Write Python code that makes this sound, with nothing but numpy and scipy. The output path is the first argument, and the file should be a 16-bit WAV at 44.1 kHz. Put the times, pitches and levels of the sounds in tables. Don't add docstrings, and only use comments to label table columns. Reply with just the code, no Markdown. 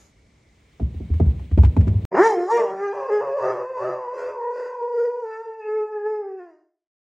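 import sys
import numpy as np
from scipy import signal
from scipy.fft import rfft, irfft, next_fast_len
from scipy.io import wavfile
from scipy.ndimage import uniform_filter1d, minimum_filter1d, map_coordinates

SR = 44100
rng = np.random.default_rng(int(sys.argv[2]) if len(sys.argv) > 2 else 0)


def digitize_waveform(pressure):
    field = np.atleast_2d(pressure).T
    bounded = np.clip(field, -1, 1)
    quanta = np.round(bounded * 32767).astype(np.int16)
    wavfile.write(sys.argv[1], SR, quanta)


N = 316839
TIME = np.arange(N) / SR
CUT_S, HOWL_START_S, HOWL_END_S = 2.052, 2.108, 6.5
STRIKE_SPREAD_DB = 2.5

# start_s, boom_db, boom_hz, knock_db, scuff_db, knock_top_hz, clack_db
LANDINGS = [(0.798, -44, 70.3, -27.5, -55, 905, -45), (0.815, -15, 71, -25, -67, 380, -74),
            (0.943, -22.5, 77, -38.5, -76, 600, -73), (1.002, -27.5, 69.5, -29, -70, 498, -48),
            (1.099, -12, 76.3, -30.5, -67, 480, -70.5), (1.139, -14.5, 81.4, -31.5, -49.5, 450, -67.5),
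            (1.2, -9, 80.5, -13.5, -50.5, 1590, -31.5), (1.258, -7.5, 72.1, -30.5, -52, 402, -69),
            (1.394, -29, 75, -56, -53.5, 700, -42.5), (1.514, -10, 78.5, -31, -51.5, 550, -67),
            (1.576, -1, 74.6, -13.5, -42, 694, -42), (1.586, -30, 75, -35, -51, 900, -24),
            (1.625, -6.5, 90.3, -49.5, -47, 500, -69.5), (1.635, -27, 86, -24.5, -42.5, 500, -21),
            (1.648, -6.5, 73, -34.5, -37.5, 597, -54), (1.766, -3.5, 91.7, -15, -42.5, 430, -21.5),
            (1.809, -13, 72.3, -28.5, -44, 500, -37), (1.871, -13.5, 103.5, -19.5, -47, 546, -45),
            (1.879, -15, 72.5, -38.5, -43.5, 596, -53), (1.941, -11, 99.3, -34.5, -71.5, 650, -62),
            (2.019, -20, 93.1, -39, -81, 550, -73)]
# frequency_hz, level_db
KNOCK_SPECTRUM = [(60, -33), (150, 14.5), (300, 4), (600, -8.5), (1000, -19), (1500, -32), (3000, -36),
                  (6000, -63)]
# wide_open_s, opening_s, hold_s, pitch_lift_hz,
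# roughness (0-1), beat_depth (0-1), then gain_db for each of the howl's five bands, low to high
SURGES = [(2.194, .08, .07, 89.5, 0, 0, 3, 19.5, 13, 13.6, 16.5),
          (2.517, 0.05, .068, 98.5, 0.06, 0.07, 4, 13, 11.4, 7.5, 10.7),
          (2.84, 0.074, .02, 18.5, 0.03, 0, 6, -3.5, 12.4, 4.9, 2.4),
          (3.133, 0.059, 0.018, 19, 0, 0.06, 11, -4.5, 5.1, 8.6, 7),
          (3.445, 0.085, .06, 5.5, 0.25, 1, -3.5, -0.5, 9.8, 7.8, 7.9),
          (3.829, .08, 0.092, -5.5, 0.1, 0.89, 7.5, -1, 6.5, 5, 5.8),
          (4.188, 0.087, .107, -0.5, 0.3, 0.49, 1.5, -9.5, 3.9, 6.6, 16.6),
          (4.579, 0.075, .097, 0.5, 0.3, 0.23, 4.5, -12, 6, 7.2, 6.8),
          (4.997, 0.092, 0.05, 1.5, 0.05, 0.06, 7.5, -10.5, 10.3, 6.1, 6),
          (5.314, 0.092, 0.051, -7, 0.06, 0.02, -6.5, -2.5, 6.4, 7.6, 5.4),
          (5.689, 0.044, .12, 0.5, 0.01, 0, 9.5, -0.5, 7.5, 11.7, 4.1),
          (6.065, 0.036, .085, 33.5, 0.01, 0, 4.5, 7.5, 8.7, 4.1, 7.1),
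          (6.403, 0.043, 0.028, 0.5, 0, 0.01, -2, 9, 5.2, 6, 1.7)]
# time_s, pitch_hz
HIGH_NOTE = [(2.95, 570.8), (3.0, 549.4), (3.04, 544.1), (3.07, 526.9), (3.21, 585.5), (3.25, 535.8),
             (3.3, 536.3), (3.365, 579.2), (3.39, 534.7), (3.45, 524.3), (3.55, 510.1), (3.64, 488.7),
             (3.7, 529.4), (3.77, 503.9), (3.9, 511.1), (4.02, 505), (4.08, 484), (4.15, 505),
             (4.35, 495.6), (4.38, 483.7), (4.41, 476.5), (4.47, 475.7), (4.51, 490.3), (4.54, 499.7),
             (4.58, 500), (4.67, 496.1), (4.73, 507.5), (4.81, 477.4), (4.85, 476), (4.88, 487.1),
             (4.98, 471.8), (5.04, 476.2), (5.19, 487.4), (5.22, 469.8)]
# start_s, length_s
CRACKS = [(2.932, .148), (3.211, 2.02)]


def from_db(db):
    return 10 ** (np.asarray(db) / 20)


def rms_one(x):
    return x / np.sqrt(np.mean(x ** 2) + 1e-20)


def in_time(rows):
    times, *columns = np.transpose(rows)
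    return [np.interp(TIME, times, column) for column in columns]


def ramp(start_s, length_s):
    return np.clip((TIME - start_s) / length_s, 0, 1)


def phase_of(hz):
    return 2 * np.pi * np.cumsum(hz) / SR


def shaped(x, spectrum):
    size = next_fast_len(N)
    hz = np.arange(size // 2 + 1) * SR / size + 1
    points_hz, db = np.transpose(spectrum)
    gain = from_db(np.interp(np.log(hz), np.log(points_hz), db))
    return irfft(rfft(x, size) * gain, size)[:N]


def filtered(x, order, edge_hz, keep):
    return signal.sosfiltfilt(signal.butter(order, edge_hz, keep, fs=SR, output="sos"), x)


def resonance(x, hz, width_hz):
    return signal.lfilter(*signal.iirpeak(hz, hz / width_hz, fs=SR), x)


def noise(spectrum, envelope=1):
    white = rng.standard_normal(N)
    return shaped(white * envelope, spectrum) / np.std(shaped(white, spectrum))


def drift(hz):
    smoothing = signal.butter(2, hz, fs=SR, output="sos")
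    return rms_one(signal.sosfilt(smoothing, rng.standard_normal(N + SR))[SR:])


def ring(clicks, hz, t60):
    decay, step = from_db(-60 / (t60 * SR)), 2 * np.pi * hz / SR
    return signal.lfilter([0, np.sin(step)], [1, -2 * decay * np.cos(step), decay ** 2], clicks + 1e-18)


def fade(clicks, t60):
    return signal.lfilter([1], [1, -np.exp(-np.log(1000) / (t60 * SR))], clicks + 1e-18)


def reflections(x, t60):
    age = TIME[:SR]
    echoes = rng.standard_normal(SR) * np.exp(-np.log(1000) * age / t60) * (age > .003)
    return signal.fftconvolve(x, echoes / np.sqrt(np.sum(echoes ** 2)))[:N]


def evened(x, window_s):
    size = int(window_s * SR)
    power = uniform_filter1d(uniform_filter1d(x ** 2, size), size)
    return x / np.sqrt(np.abs(power) + 1e-9 * np.mean(x ** 2))


def stairwell_air(house_db=-57.5, hiss_db=-57):
    # frequency_hz, level_db
    house_spectrum = [(15, -32.5), (25, -20.5), (60, -2.5), (293, -15), (427, -18.5), (621, -23.5),
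                      (769, -27.5), (1090, -30), (1630, -32.5), (2240, -21.5), (2560, -33), (7280, -37),
                      (9270, -46), (11500, -58.5), (15000, -58.5)]
    hiss_spectrum = [(300, 15.5), (3000, 1), (5800, 3), (6800, 13), (8000, -6), (12000, -6), (15000, -32)]
    house = from_db(house_db) * noise(house_spectrum)
    return house + from_db(hiss_db) * noise(hiss_spectrum) * (1 - ramp(0.003, 0.13))


def blows(levels_db):
    clicks = np.zeros(N)
    clicks[[round(row[0] * SR) for row in LANDINGS]] = from_db(levels_db)
    return clicks


def carpet(tail_db=-17, rustle_db=-63, flicker_db=1.5):
    # frequency_hz, level_db
    scuff_spectrum = [(300, -3), (1000, 5.5), (2400, 2), (3200, -5.5), (4500, -10.5), (8000, -17.5),
                      (12000, -34), (15000, -33.5)]
    rustle_spectrum = [(200, -9.5), (1400, 1.5), (2300, 7), (4000, 0), (5200, -11.5), (9000, -11),
                       (12000, -29), (15000, -11.5)]
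    scuffs_db = np.transpose(LANDINGS)[4]
    scuff_level = fade(blows(scuffs_db), t60=0.054) + fade(blows(scuffs_db + tail_db), t60=0.13)
    rustle_level = from_db(rustle_db + flicker_db * drift(13)) * ramp(0.39, 0.68)
    return noise(scuff_spectrum, scuff_level) + noise(rustle_spectrum, rustle_level)


def tread_clacks():
    # pitch_hz, level_db, t60_s
    edge_notes = [(679, -11, .09), (817, -3, 0.038), (873, 2, 0.018)]
    out, clacks_db = np.zeros(N), np.transpose(LANDINGS)[6]
    for k, (hz, db, t60) in enumerate(edge_notes):
        clicks = blows(clacks_db + db + rng.normal(0, STRIKE_SPREAD_DB, len(clacks_db)))
        out += (-1) ** k * ring(clicks, hz, t60)
    return out


def knock_tails(tail_db=-18):
    knocks_db = np.transpose(LANDINGS)[3]
    return noise(KNOCK_SPECTRUM, fade(blows(knocks_db + tail_db), t60=0.81))


def board_knocks(ring_db=-5, thud_db=-1, thud_t60=0.05):
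    # pitch_hz, level_db, t60_s
    stair_notes = [(67.36, -3.5, 0.93), (93.6, -3, 1), (122, -2, 0.53), (161.7, -4.5, 0.55),
                   (211.7, -3, 0.39), (227, 4, 0.079), (282, 4, 0.056), (389, 2, 0.064), (476, -9, 0.1),
                   (640, -10.5, 0.12), (726, -6, 0.033), (839, -21.5, 0.07), (1230, -23.5, 0.041),
                   (2050, -23, 0.089)]
    out, grain, age = np.zeros(N), noise(KNOCK_SPECTRUM), TIME[:SR]
    hz, db, t60 = np.transpose(stair_notes)
    signs = (-1) ** np.arange(len(hz))[:, None]
    tones = signs * from_db(-60 * age / t60[:, None]) * np.sin(2 * np.pi * hz[:, None] * age)
    for start_s, _, _, knock_db, _, top_hz, _ in LANDINGS:
        span = slice(round(start_s * SR), round(start_s * SR) + SR)
        boards = from_db(db + ring_db + rng.normal(0, STRIKE_SPREAD_DB, len(hz))) @ tones
        thud = grain[span] * from_db(thud_db - 60 * age / thud_t60)
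        dulling = signal.butter(3, top_hz, fs=SR, output="sos")
        out[span] += from_db(knock_db) * signal.sosfilt(dulling, boards + thud)
    return out


def tread_booms(swell_s=0.027, sharpness=3.56, cavity_db=-14):
    booms, age = np.zeros(N), TIME[:SR // 3]
    swell = (age / swell_s * np.exp(1 - age / swell_s)) ** sharpness
    for start_s, boom_db, hz, *_ in LANDINGS:
        at = round(start_s * SR)
        booms[at:at + len(age)] += from_db(boom_db) * swell * np.sin(2 * np.pi * hz * age)
    return booms + from_db(cavity_db) * reflections(booms, t60=0.54)


def tiled_room(voice, t60=0.88, sway_s=.00012):
    # frequency_hz, level_db
    echo_spectrum = [(400, -6), (900, -7), (1800, -4.5), (2800, 0), (6000, 3)]
    # delay_s, gain
    near_echoes = [(.0011, 0.64), (.0023, 0.35), (.0041, .4)]
    room = voice + shaped(reflections(voice, t60), echo_spectrum)
    treble = filtered(room, 2, 1900, "high")
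    for delay_s, gain in near_echoes:
        room += gain * np.interp(TIME - delay_s - sway_s * drift(2), TIME, treble)
    return room


def jaw(strengths=1, close_s=0.09):
    coarse_time = TIME[::40]
    shapes = [np.interp(coarse_time, [s - opening, s, s + hold, s + hold + close_s], [0, 1, 1, 0])
              for s, opening, hold, *_ in SURGES]
    return np.interp(TIME, coarse_time, (np.ones(len(SURGES)) * strengths) @ np.array(shapes))


def yelp():
    lifts_hz = np.transpose(SURGES)[3]
    return jaw(lifts_hz / lifts_hz.max())


def open_mouth(voice, ring_db=-6.5):
    hoarse = jaw(np.transpose(SURGES)[5])
    return voice + from_db(ring_db) * hoarse * resonance(voice, hz=1290, width_hz=320)


def muzzle(voice, open_rise=0.016, yelp_rise=0.15):
    # frequency_hz, width_hz, level_db
    peaks = [(2630, 37, 2), (4800, 340, -4.5), (4910, 60, 14), (5120, 140, 2.5), (5880, 110, 10),
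             (6520, 190, 0.5), (7300, 87, 0)]
    clock = np.cumsum(1 + open_rise * (jaw() - 1) + yelp_rise * yelp())
    stretched = map_coordinates(voice, [np.interp(np.arange(int(clock[-1])), clock, np.arange(N))])
    ringing = sum(from_db(db) * resonance(stretched, hz, width_hz) for hz, width_hz, db in peaks)
    return map_coordinates(stretched + ringing, [clock])


def nose(voice, bypass_share=0.5):
    # frequency_hz, width_hz
    notches = [(3020, 300), (3420, 110), (3800, 400), (4200, 99), (5580, 160), (6330, 230)]
    hollow = voice
    for hz, width_hz in notches:
        hollow = signal.lfilter(*signal.iirnotch(hz, hz / width_hz, fs=SR), hollow)
    return hollow + bypass_share * yelp() * (voice - hollow)


def slack_folds(voice, pitch_hz, tight_hz=440, db_per_hz=.13):
    treble = filtered(voice, 4, 2400, "high")
    treble_db = db_per_hz * np.clip(pitch_hz - tight_hz, -90, 0)
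    return voice + (from_db(treble_db) - 1) * treble


def after_cracks(decay_s):
    return sum((TIME >= s) * np.exp(-np.abs(TIME - s) / decay_s) for s, _ in CRACKS)


def fold_pitch(is_high, overshoot_hz=25.1, wander_hz=7):
    # time_s, pitch_hz
    low_note = [(2.115, 184.2), (2.16, 139.7), (2.178, 200.9), (2.2, 267.3), (2.24, 351.4), (2.3, 383.8),
                (2.36, 347.8), (2.42, 356.2), (2.55, 370.5), (2.7, 381.5), (2.95, 391.3), (3.2, 404.4),
                (5.24, 445.3), (5.47, 454.5), (5.64, 428.3), (5.9, 427.4), (5.99, 420.3), (6.06, 401.8),
                (6.2, 395.2), (6.33, 384), (6.45, 350), (6.52, 313)]
    # time_s, rate_hz, depth (share of the pitch)
    trill = [(4.34, 42, 0), (4.41, 42, .028), (4.72, 40, .028), (4.83, 34, .01), (4.93, 26, .022),
             (5.2, 17, .014)]
    low = in_time(low_note)[0] + jaw(np.transpose(SURGES)[3], close_s=0.1)
    high = in_time(HIGH_NOTE)[0] + overshoot_hz * after_cracks(0.033)
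    high += wander_hz * after_cracks(.5) * drift(18)
    trill_hz, trill_depth = in_time(trill)
    high *= 1 + trill_depth * np.sin(phase_of(trill_hz * (1 + .1 * drift(8))))
    return low + is_high * (high - low)


def beat_rate(pitch_hz, is_high, late_s=4.11, slowing=0.66):
    cycles = np.where(is_high < .5, 2, np.where(TIME < late_s, 4, 6))
    swoop = sum(np.interp(TIME, [s - opening - .02, s - opening, s - opening + .08], [0, 1, 0])
                for s, opening, *_ in SURGES)
    return pitch_hz / cycles * (1 - slowing * swoop * is_high * (TIME < late_s))


def hoarseness(is_high):
    surge_roughness, surge_beats = np.transpose(SURGES)[4:6]
    croak = 1 - ramp(HOWL_START_S, 0.1)
    cracked = after_cracks(.11) * is_high
    doubling = ramp(2.57, 0.043) - ramp(2.777, 0.043)
    resting = .035 - .017 * ramp(5.35, 0.37)
    fraying = ramp(6.35, 0.44)
    rough = resting + jaw(surge_roughness) + 1.6 * croak + .25 * cracked + 0.18 * doubling + 0.3 * fraying
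    beat_depth = jaw(surge_beats, close_s=0.18) + .5 * croak + .65 * cracked + 0.54 * doubling
    return rough, beat_depth


def breakaway_fold(pulses, gain=0.95, duck=.45, second_db=4, third_db=-11, jitter=.018):
    # start_s, length_s, rise_hz, strength (0-1)
    arches = [(2.468, 0.051, 14.3, .4), (2.569, .1, 11, 0.5), (3.04, .06, 10, .6), (3.391, .25, 120, 0.6),
              (3.776, .235, 122, 0.7), (4.118, .09, 43.6, 0.4), (4.245, .12, 140, 0.3)]
    hz, presence = in_time(HIGH_NOTE)[0], np.zeros(N)
    for start_s, length_s, rise_hz, strength in arches:
        arch = np.sin(np.pi * ramp(start_s, length_s))
        hz += rise_hz * arch
        presence += strength * np.minimum(3 * arch, 1)
    phase = phase_of(hz * (1 + jitter * drift(70)))
    tone = np.sin(phase) + from_db(second_db) * np.sin(2 * phase) + from_db(third_db) * np.sin(3 * phase)
    return pulses * (1 - duck * presence) + gain * presence * tone


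def wavering(pitch_hz, rough, waver=0.0065, jitter=0.028, wobble=.016, tired_waver=.009):
    unsteady = waver * drift(9) + (rough + .03) * (jitter * drift(110) + wobble * drift(25))
    return pitch_hz * (1 + unsteady) * (1 + tired_waver * ramp(5.3, 1.1) * drift(14))


def fold_pulses(pitch_hz, beat_hz, rough, beat_depth, shimmer=.5, dull_db=4.5, drone=.25, slow_share=.32):
    phase = phase_of(wavering(pitch_hz, rough))
    beat = phase_of(beat_hz * (1 + .3 * rough * drift(60) + .04 * drift(12)))
    swing = beat_depth * np.sin(beat)
    closure = phase + swing
    strength = 1 + .65 * swing + shimmer * rough * drift(170)
    cycle = np.mod(closure, 2 * np.pi).astype(np.float32)
    harmonics = [np.cos(k * cycle - .55 * k * k) for k in range(1, 36)]
    brightness = from_db(dull_db * (jaw() - 1.5))
    pulses = strength * (sum(harmonics[:2]) + brightness * sum(harmonics[2:]))
    pulses += np.clip(1 - 2 * beat_depth, 0, 1) * np.cos(closure - .55)
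    slow_fold = slow_share * beat_depth * np.cos(phase - beat)
    return breakaway_fold(pulses) + drone * swing - slow_fold, closure


def dog_voice(air_db=-36, clean_air=0.035):
    # frequency_hz, level_db
    throat_spectrum = [(20, -56), (70, -22.5), (130, -7.5), (250, -11), (400, 2.5), (560, 0.5), (750, 6.5),
                       (1000, 5.5), (1270, -8), (1480, -10), (1750, -10.5), (2250, -33.5), (2600, -33),
                       (2850, -38.5), (3100, -41), (4000, -38), (4800, -40), (7400, -42), (8400, -55),
                       (10500, -49), (12000, -71), (15000, -58)]
    air_spectrum = [(20, -61), (100, -28), (260, -18), (450, -2), (1000, 1.5), (1800, 5), (2700, -15),
                    (3300, -22.5), (4000, -25), (4800, -4.5), (6000, -9.5), (7500, -12), (8300, -25),
                    (10500, -18), (12000, -39.5), (15000, -31)]
    is_high = sum(ramp(s - .008, .025) - ramp(s + length_s, .025) for s, length_s in CRACKS)
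    pitch_hz = fold_pitch(is_high)
    rough, beat_depth = hoarseness(is_high)
    pulses, closure = fold_pulses(pitch_hz, beat_rate(pitch_hz, is_high), rough, beat_depth)
    tone = rms_one(shaped(pulses, throat_spectrum))
    gap = 1 + np.cos(closure)
    air = from_db(air_db) * noise(air_spectrum, (rough + clean_air) * gap)
    voice = muzzle(nose(slack_folds(tone + air, pitch_hz)))
    return open_mouth(voice * ramp(HOWL_START_S, 0.01) * (1 - ramp(HOWL_END_S - .04, 0.19)))


def pumping_bands(sound, window_s=0.072):
    edges_hz = [700, 1150, 2000, 3200]
    # time_s, then level_db for each band, low to high
    sustain = [(2.14, -24, -40, -46, -44.5, -63.5), (2.221, -20, -44.5, -38, -50, -61.5),
               (2.34, -23.5, -26.0, -48.5, -44.5, -52), (2.378, -19, -42.5, -44, -46, -57),
               (2.46, -24, -43, -42.5, -55, -56), (2.502, -36, -28, -44, -58, -55),
               (2.541, -21, -38.5, -45, -52.5, -59), (2.7, -30, -34, -42, -51.5, -61),
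               (2.74, -29.5, -39.5, -42.5, -63, -66.5), (2.8, -31, -35.5, -47.5, -54.5, -63.5),
               (3.24, -27.5, -32.5, -39.5, -57, -66.0), (3.34, -24.0, -42.5, -46.5, -56.5, -67.5),
               (3.381, -23, -31.5, -44.5, -58, -64), (3.619, -27, -39.0, -40, -57, -66),
               (3.68, -35.0, -40.5, -49.0, -63, -72), (3.719, -30, -44.5, -50, -57.5, -73),
               (3.778, -34, -30.0, -47.5, -59, -66.5), (3.86, -34, -44, -43, -58.5, -67),
               (4.08, -34.0, -32.5, -52.0, -62.5, -72), (4.301, -29.5, -36.5, -48.5, -60.5, -79.5),
               (4.42, -32, -31.5, -55, -68, -71.5), (4.48, -25.5, -30, -53.5, -67, -74.5),
               (4.52, -31, -30.5, -52, -63.5, -69.5), (4.76, -38.0, -34, -52.5, -65.5, -73),
               (4.821, -26.5, -31.5, -55, -66, -72), (5.259, -27.5, -38.5, -54.5, -70, -72.5),
               (5.5, -32.5, -41, -52.5, -67.5, -75), (5.56, -43, -44, -59.5, -64, -81),
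               (5.6, -36.5, -43.5, -54, -65, -76.5), (5.94, -27.5, -40, -43.5, -65.5, -80.5),
               (6.18, -29, -47.0, -57.5, -68, -80), (6.24, -32.0, -42.5, -56.5, -70.5, -82),
               (6.38, -33, -67, -59, -70.5, -84), (6.52, -50.5, -65.5, -67, -76, -83.5)]
    last_echo_t60 = [0.6, 0.5, 0.48, 0.5, 0.63]
    bands, rest = [], sound
    for edge_hz in edges_hz:
        bands.append(filtered(rest, 8, edge_hz, "low"))
        rest = rest - bands[-1]
    bands.append(rest)
    out, surges_db = np.zeros(N), np.transpose(SURGES)[6:]
    dying_s = np.maximum(TIME - sustain[-1][0], 0)
    for band, sustain_db, gains_db, t60 in zip(bands, in_time(sustain), surges_db, last_echo_t60):
        out += from_db(sustain_db + jaw(gains_db) - 60 * dying_s / t60) * evened(band, window_s)
    return out


def swelling(sound, max_width_hz=380):
    # middle_s, half_length_s, frequency_hz, gain_db
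    swells = [(2.142, 0.027, 380, 11.5), (2.147, 0.079, 950, 7.5), (2.165, 0.044, 1390, 8.5),
              (2.202, 0.05, 357, 8), (2.236, .06, 1660, 4.5), (2.247, 0.055, 2180, 3),
              (2.31, 0.32, 2680, -17), (2.266, 0.041, 5740, 4), (2.569, 0.073, 2220, 14),
              (2.56, 0.13, 2620, -18), (2.57, 0.13, 1500, -13), (2.638, .06, 480, 8),
              (2.864, .1, 3220, -13), (3.258, 0.039, 409, 5), (3.476, 0.068, 480, 13),
              (3.88, 0.055, 388, 3.5), (3.89, 0.1, 1297, 3), (4.212, 0.066, 1430, 6.5),
              (4.46, .08, 1830, 11), (4.34, 0.056, 493, -11), (4.617, .12, 4950, 6),
              (4.999, .12, 4850, 8.5), (4.996, 0.028, 1410, 5), (5.01, 0.056, 1900, -5),
              (5.36, 0.13, 1340, 7), (5.347, 0.088, 2230, 9.5), (5.435, 0.028, 450, -21.5),
              (5.646, 0.052, 2500, 20), (5.738, .06, 1710, 0.5), (5.845, 0.18, 1704, -13),
              (5.894, 0.046, 425, -10.5), (6.035, 0.061, 1620, 5.5), (6.1, 0.098, 1280, -4),
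              (6.358, .07, 1140, -5.5)]
    out = sound.copy()
    for middle_s, half_s, hz, db in swells:
        near = np.abs(TIME - middle_s) < half_s
        tone = signal.filtfilt(*signal.iirpeak(hz, max(hz / max_width_hz, 4), fs=SR), sound[near])
        bump = np.cos(np.pi / 2 * (TIME[near] - middle_s) / half_s) ** 2
        out[near] += (from_db(db) - 1) * bump * tone
    return out


def howl(drive_share=0.66):
    middle_band_db = np.transpose(SURGES)[8]
    voice = dog_voice() * from_db(drive_share * jaw(middle_band_db))
    sound = swelling(pumping_bands(tiled_room(voice)))
    return sound * ramp(HOWL_START_S, .055) * (1 - ramp(6.62, 0.33))


def scene():
    # frequency_hz, level_db
    width = [(60, -43.5), (150, -26), (380, -2.5), (950, -4.5), (2380, -10.5), (5980, -3.5), (15000, 7)]
    tumble = tread_clacks() + knock_tails() + carpet() + tread_booms() + board_knocks()
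    stairwell, before_cut = tumble + stairwell_air(), TIME < CUT_S
    centre = stairwell * before_cut + howl()
    side = shaped(reflections(stairwell, t60=0.0057), width) * before_cut
    return np.array([centre + side, centre - side])


def record(dry):
    ceiling, cutoff_hz, window = .95, 15800, SR // 100
    needed_gain = np.minimum(1, ceiling / (np.abs(dry).max(axis=0) + 1e-9))
    gain = uniform_filter1d(minimum_filter1d(needed_gain, 2 * window), window)
    return signal.sosfilt(signal.ellip(10, .1, 90, cutoff_hz, fs=SR, output="sos"), dry * gain)


dry = scene()
out = record(dry)
digitize_waveform(out)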